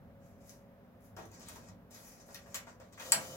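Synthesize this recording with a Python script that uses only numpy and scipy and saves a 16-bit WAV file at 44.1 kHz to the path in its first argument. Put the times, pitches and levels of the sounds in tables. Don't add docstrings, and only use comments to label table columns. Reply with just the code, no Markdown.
import sys
import numpy as np
from scipy import signal
from scipy.fft import rfft, irfft
from scipy.io import wavfile
from scipy.ndimage import uniform_filter1d

SR = 44100
rng = np.random.default_rng(int(sys.argv[2]) if len(sys.argv) > 2 else 0)


def persist_wave(psi):
    counts = np.round(np.clip(psi, -1, 1) * 32767).astype(np.int16)
    wavfile.write(sys.argv[1], SR, np.atleast_2d(counts).T)


def natural_amplitude(level_db):
    exponent = np.asarray(level_db, float) / 20
    return 10 ** exponent


N = 148176


def evened(x):
    return x / np.sqrt(np.mean(x ** 2) + 1e-20)


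def read(points, hz):
    f, value = np.transpose(points)
    return np.interp(np.log(hz + 1), np.log(f + 1), value)


def add(mix, s, sound):
    part = mix[round(s * SR):][:len(sound)]
    part += sound[:len(part)]


def colour(x, points):
    return evened(irfft(rfft(x) * natural_amplitude(read(points, np.fft.rfftfreq(N, 1 / SR))), N))


def fuzzy(hz, width_hz):
    z = rng.standard_normal(N) + 1j * rng.standard_normal(N)
    pole = np.exp(-np.pi * width_hz / SR)
    for _ in range(2):
        z = signal.lfilter([1], [1, -pole], z)
    size = abs(z)
    carrier = np.exp(2j * np.pi * hz * np.arange(N) / SR)
    return evened((evened(size) ** 0.5 * z / size * carrier).real)


def ring(modes, factor, rise_s):
    hz, db, t60 = np.transpose(modes)[:, :, None]
    t = np.arange(5000) / SR
    tones = natural_amplitude(db - 60 * t / t60) * np.sin(2 * np.pi * hz * factor * t)
    return tones.sum(0) * np.minimum(t / rise_s, 1)


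def alike(a, b, likeness):
    same = np.clip(likeness, -1, 1)[:, None]
    return np.array([a, same * a + np.sqrt(1 - same ** 2) * b])


def grains(spread_db):
    slips_per_s = 5100
    size = natural_amplitude(spread_db * np.minimum(rng.exponential(1, N), 4))
    size = size * (rng.random(N) < slips_per_s / SR)
    return size * rng.standard_normal(N) + 0.5 * rng.standard_normal(N)


def stroke_db(start, rise, fall):
    u = np.arange(N) / SR - start
    times = [0, rise, rise + fall, rise + 3 * fall]
    return np.interp(u, times, [-12.5, 0, -19.5, -90], left=-120)


def rubs():
    # start/s, rise/s, fall/s, peak level/dB, sheen level/dB
    strokes = [(.2, 0.053, 0.21, -75, -2.5), (0.399, 0.1, 0.12, -66.5, 0.5), (1.0, 0.057, 0.068, -74, 6.5),
               (1.162, 0.0047, 0.15, -62.5, -3), (1.311, 0.022, 0.11, -59.5, -12),
               (1.391, 0.013, 0.13, -58, -8), (1.45, 0.028, 0.19, -59.5, -1.5),
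               (1.55, 0.0086, 0.063, -61.5, -11), (1.6, 0.089, 0.024, -61.5, -27),
               (1.902, 0.012, 0.26, -62.5, 0.5), (1.93, 0.015, 0.086, -58, -19),
               (1.98, 0.092, 0.17, -60.5, -1.5), (2.12, 0.095, 0.036, -64.5, -6),
               (2.24, 0.069, 0.27, -63, -4), (2.472, 0.055, 0.19, -63.5, -8),
               (2.66, 0.021, 0.071, -62, -12), (2.799, 0.0018, 0.15, -69.5, -9),
               (2.92, 0.0088, 0.031, -61.5, -19), (2.963, 0.059, 0.065, -56.5, -2)]
    # f/Hz, level/dB per Hz
    jacket_colour = [(700, -5), (1500, -9), (2200, -8.5), (3500, -18.5), (5600, -4.5), (7500, -5.5),
                     (9000, -18), (11000, -44)]
    # f/Hz, level/dB per Hz
    sheen_colour = [(6000, -20), (9500, -3.5), (11500, 3), (14000, -5.5), (16000, -3)]
    low, high = np.zeros(N), np.zeros(N)
    for start, rise, fall, db, sheen_db in strokes:
        shape = db + stroke_db(start, rise, fall)
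        low += natural_amplitude(2 * shape)
        high += natural_amplitude(2 * (shape + sheen_db))
    body = np.sqrt(low) * colour(grains(4.2), jacket_colour)
    return body + np.sqrt(high) * colour(grains(5.9), sheen_colour)


def scrapes():
    # start/s, rise/s, fall/s, peak level/dB
    drags = [
        (.47, .025, .04, -97),
        (1.165, 0.0064, 0.15, -66),
        (1.41, 0.029, .05, -66),
        (1.46, 0.017, .1, -60),
        (1.54, .02, 0.055, -74),
        (1.68, 0.022, 0.07, -75),
        (1.92, 0.038, 0.08, -65),
        (2.27, 0.027, 0.14, -77),
        (2.8, 0.0073, 0.11, -74),
        (2.92, 0.032, 0.046, -69.5),
    ]
    # f/Hz, level/dB per Hz
    edge_colour = [(600, -5), (1200, 8), (2500, -9), (3300, 4), (4400, 5.5), (5500, -11), (8000, -24)]
    power = np.zeros(N)
    for start, rise, fall, db in drags:
        power += natural_amplitude(2 * (db + stroke_db(start, rise, fall)))
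    return np.sqrt(power) * colour(grains(3.0), edge_colour)


def patchy(x):
    z = signal.stft(x, nperseg=256)[2]
    patches = uniform_filter1d(rng.standard_normal(z.shape), size=8, axis=0)
    patches = evened(uniform_filter1d(patches, size=10, axis=1))
    return signal.istft(z * natural_amplitude(1.6 * patches), nperseg=256)[1][:N]


def knock(tick_db, tick_hz, body_db, factor, crack_db=-1):
    # f/Hz, level/dB
    case_colour = [(150, -43), (400, -9.5), (700, 0), (1000, 3), (1700, 0.5), (2400, -0.5), (4500, -11.5),
                   (12000, -33)]
    tick_s, crack_s, rattle_s = 0.00063, 0.0029, 0.014
    t = np.arange(4096) / SR
    noise = rng.standard_normal((2, len(t)))
    puff = (t / tick_s * np.exp(1 - t / tick_s)) ** 3.6
    crack = signal.lfilter(*signal.butter(1, [4000.0, 16000.0], "band", fs=SR), noise[0])
    crack = crack * np.exp(-t / crack_s) * np.minimum(t / 0.00028, 1)
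    tick = puff * np.sin(2 * np.pi * tick_hz * t) + natural_amplitude(crack_db) * crack
    flat = rfft(noise[1])
    flat = flat / abs(flat)
    case = evened(irfft(flat * natural_amplitude(read(case_colour, np.fft.rfftfreq(len(t), 1 / SR) / factor))))
    case = case * np.exp(-t / rattle_s) * np.minimum(t / 0.0026, 1)
    return natural_amplitude(tick_db) * tick + natural_amplitude(body_db - 4.5) * case


def knocks():
    # t/s, tick level/dB, tick f/Hz, body level/dB, body pitch factor
    case_hits = [(0.4939, -46, 6200, -84, 0.77), (1.1656, -50, 5300, -43, 0.66),
                 (1.188, -79, 6000, -43, 0.39), (1.2089, -76, 5900, -55, 0.96),
                 (1.3162, -54.5, 6440, -58, 0.7), (1.486, -40, 8470, -48.5, 1.22),
                 (1.559, -48.5, 6030, -46.5, 0.46), (1.687, -58, 5700, -57, 0.42),
                 (1.9086, -55, 7800, -75, 1.1), (1.97, -63, 6000, -62, 1.3),
                 (2.285, -67, 6000, -50.5, 0.44), (2.46, -83, 6000, -51.5, 0.69),
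                 (2.345, -38.5, 5730, -44, 1.8), (2.5431, -39.5, 6420, -37.5, 1.82),
                 (2.5445, -31, 6880, -45, 0.81), (2.556, -32.5, 7240, -54, 1.3),
                 (2.669, -60, 5050, -46.5, 0.69), (2.8, -56.5, 5500, -50.5, 0.66),
                 (2.9756, -66, 6860, -47, 0.84), (2.9966, -46.5, 6360, -39.5, 1.33)]
    # t/s, level/dB, f/Hz
    small_ticks = [(1.254, -53, 6350), (1.342, -54, 6060), (1.395, -51, 5600), (1.813, -78, 2000),
                   (1.915, -63, 6500), (2.279, -70, 6000), (2.5495, -44, 6800), (2.5538, -37.5, 7260),
                   (2.561, -44, 6950), (2.566, -45, 6800), (2.572, -43, 7700), (2.9255, -58, 7960),
                   (2.933, -58, 7460), (2.982, -55, 7100), (3.002, -53, 6000)]
    # f/Hz, level/dB, t60/s
    flap_modes = [(476, -45, 0.043), (779, -42, 0.076), (642, -47.5, 0.052), (335.5, -46.5, 0.1)]
    # f/Hz, level/dB, t60/s
    seat_modes = [(563, -48, 0.083), (623, -51.5, 0.066)]
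    out = np.zeros(N)
    for s, *settings in case_hits:
        add(out, s, knock(*settings))
    for s, db, hz in small_ticks:
        add(out, s, knock(db, hz, -120, 1))
    add(out, 1.182, ring(flap_modes, 1, 0.0063))
    add(out, 2.799, ring(seat_modes, 1, 0.0039))
    return out


def latch():
    # t/s, tick level/dB, tick f/Hz, body level/dB, body pitch factor
    strikes = [
        (3.1203, -7.5, 7854, -30.5, 0.79),
        (3.1222, -24.5, 8180, -41, 2),
        (3.129, -26, 7670, -42, 0.7),
        (3.156, -45, 7600, -38.5, 0.56),
    ]
    # f/Hz, level/dB, t60/s
    spring_modes = [(680, -16, 0.18), (954, -11.5, 0.043), (998, 3.5, 0.035), (1298, -2, .06),
                    (1644, 2.5, 0.046), (2238, 1.5, 0.043), (2480, 1, 0.029), (4274, 3, 0.041),
                    (4785, 10, 0.027), (7900, -10, 0.087), (8290, -12, 0.06), (9900, -2, 0.02),
                    (9900, 4, 0.075), (13700, -18, 0.042)]
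    snap_s, thud_s = 0.0004, 0.035
    out, t = np.zeros(N), np.arange(8000) / SR
    for s, *settings in strikes:
        add(out, s, knock(*settings, crack_db=-8))
    shut_s = strikes[0][0]
    snap = signal.lfilter(*signal.butter(2, 4000, "high", fs=SR), rng.standard_normal(8000))
    snap = snap * t / snap_s * np.exp(1 - t / snap_s) ** 2
    add(out, shut_s - 0.0002, natural_amplitude(-20) * snap)
    add(out, shut_s + 0.00095, natural_amplitude(-33.5) * ring(spring_modes, 0.99, 0.0014))
    thud = t / thud_s * np.exp(1 - t / thud_s) * fuzzy(163.7, 97)[:8000]
    add(out, shut_s, natural_amplitude(-54.5) * thud)
    return out


def whir():
    # t/s, level/dB
    spin_level = [
        (2.98, -73),
        (3.0, -59),
        (3.06, -52),
        (3.12, -53),
        (3.22, -52),
        (3.36, -56),
    ]
    # f/Hz, level/dB per Hz
    liner_colour = [(200, -17), (500, -13), (1200, -17), (2500, -26), (4000, -20.5), (6500, -13.5),
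                    (9000, -22), (15500, -22.5)]
    level_db = np.interp(np.arange(N) / SR, *np.transpose(spin_level), left=-120)
    return natural_amplitude(level_db) * colour(grains(1.0), liner_colour)


def spindle():
    # f/Hz, width/Hz, level/dB
    motor_tones = [(134, 4.6, -16.5), (266.7, 86, -21), (370.6, 65, -18), (525, 31, -3.5), (615, 40, -9.5),
                   (685, 40, -9), (1350, 16, -17.5), (3020, 81, -10)]
    start_s, rise_s = 2.98, 0.066
    hum = sum(natural_amplitude(db) * fuzzy(hz, width) for hz, width, db in motor_tones)
    return natural_amplitude(-50.5) * np.clip((np.arange(N) / SR - start_s) / rise_s, 0, 1) * hum


def panels(x):
    decay_s = 0.008
    taps = np.zeros((2, 1000))
    at = rng.integers(50, 1000, (2, 90))
    echoes = rng.choice([-1.0, 1.0], at.shape) * np.exp(-at / SR / decay_s)
    np.put_along_axis(taps, at, echoes, 1)
    taps = signal.lfilter(*signal.butter(2, 900.0, "high", fs=SR), taps)
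    taps = taps / np.linalg.norm(taps, axis=1)[:, None]
    return signal.fftconvolve(x[None], taps, axes=1)[:, :N]


def room(x):
    # f/Hz, t60/s
    decay = [(200, 0.85), (700, 0.28), (2000, 0.3), (5000, 0.17), (10000, 0.19), (15000, 0.14)]
    # f/Hz, level/dB
    tail_colour = [(200, -3), (1000, 3.5), (3000, 0), (6000, 2.5), (8000, -4), (14000, 1.5)]
    # f/Hz, left-right likeness
    tail_likeness = [(100, 0.82), (300, 0.83), (700, 0.4), (1500, 0.083), (4000, 0.033)]
    taps = np.zeros((2, 22000))
    at = np.arange(120, 21980, 12) + rng.integers(0, 12, (2, 1822))
    np.put_along_axis(taps, at, rng.choice([-1.0, 1.0], at.shape), 1)
    hz, t, z = signal.stft(taps, SR, nperseg=128)
    z = alike(z[0], z[1], read(tail_likeness, hz))
    z = z * natural_amplitude(-60 * t / read(decay, hz)[:, None])
    tail = signal.istft(z, SR, nperseg=128)[1]
    tone = natural_amplitude(read(tail_colour, np.fft.rfftfreq(32768, 1 / SR)))
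    tail = irfft(rfft(tail, 32768) * tone)[:, :22000]
    tail[:, :120] = 0
    tail = tail / np.linalg.norm(tail[0])
    return signal.fftconvolve(x[None], tail, axes=1)[:, :N]


def fans():
    # f/Hz, level/dB per Hz
    air_colour = [(24, -52), (40, -9), (245, -7.5), (340, -20.5), (571, -14), (1040, -23.5), (1710, -28),
                  (4000, -44.5), (5200, -84), (8800, -120)]
    # f/Hz, left-right likeness
    air_likeness = [(60, 0.87), (240, 0.79), (500, 0.68), (950, 0.43), (3770, 0.14)]
    # f/Hz, level/dB rms
    blades = [(55, -81.5), (102.3, -67), (145, -83), (185, -67), (236.9, -68.5), (403.7, -81), (515, -74.5),
              (559.9, -70.5), (680, -75.5), (11375, -94)]
    # f/Hz, level/dB
    motor_lines = [(560.5, -69), (241.6, -73), (101.7, -72), (400, -79), (11375, -92)]
    # t/s, level/dB
    sway = [(0.0, -54.5), (0.14, -58.5), (0.93, -62.5), (1.06, -60), (1.44, -58.5), (1.74, -56),
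            (1.94, -64), (2.12, -64.5), (2.28, -61), (3.13, -62.5), (3.36, -61.5)]
    frames, hz = N // 256 + 5, np.fft.rfftfreq(1024, 1 / SR)
    a, b, c, d, patches = rng.standard_normal((frames, 513, 5)).T
    patches = uniform_filter1d(patches, size=8, axis=0)
    patches = evened(uniform_filter1d(patches, size=14, axis=1))
    z = alike(a + 1j * b, c + 1j * d, read(air_likeness, hz))
    z = z * natural_amplitude(read(air_colour, hz)[:, None] + 0.5 * patches)
    air = natural_amplitude(-59) * evened(signal.istft(z, nperseg=1024, noverlap=768)[1][:, :N])
    t = np.arange(N) / SR
    for f, db in blades:
        air = air + natural_amplitude(db) * fuzzy(f, 8.1)
    for f, db in motor_lines:
        air = air + natural_amplitude(db + 2) * np.sin(2 * np.pi * (f * t + rng.random()))
    sway_db = np.interp(t, *np.transpose(sway))
    low = signal.sosfiltfilt(signal.butter(2, 260, fs=SR, output="sos"), air)
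    return air + low * (natural_amplitude(sway_db - sway_db.mean()) - 1)


def scene():
    hits = latch() + knocks()
    soft = patchy(rubs() + scrapes()) + whir()
    near = hits + natural_amplitude(-4) * soft + panels(natural_amplitude(-8) * hits + natural_amplitude(-1) * soft)
    near = near * natural_amplitude([[2], [-2]])
    far = room(natural_amplitude(1) * hits + natural_amplitude(1) * soft)
    mix = near + far + fans() + spindle()
    left = np.pad(mix[0], (0, 3), "edge")[3:]
    right = np.pad(mix[1], (3, 0), "edge")[:N]
    return np.array([left, right])


def roll_off(x):
    return signal.sosfilt(signal.butter(12, 16850, fs=SR, output="sos"), x)


def record(dry):
    # f/Hz, level/dB per Hz
    hiss_colour = [(1500, -4), (3000, -7.5), (5000, -5), (8500, -13), (10500, -9.5), (12000, -2.5),
                   (15500, -3.5)]
    hiss = natural_amplitude(-77) * np.array([colour(rng.standard_normal(N), hiss_colour) for _ in dry])
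    cut = signal.lfilter(*signal.butter(4, 42.0, "high", fs=SR), dry + hiss)
    cut = signal.sosfilt(signal.ellip(8, 0.5, 50, 15900, fs=SR, output="sos"), cut)
    return roll_off(cut)


dry = scene()
out = record(dry)
persist_wave(out)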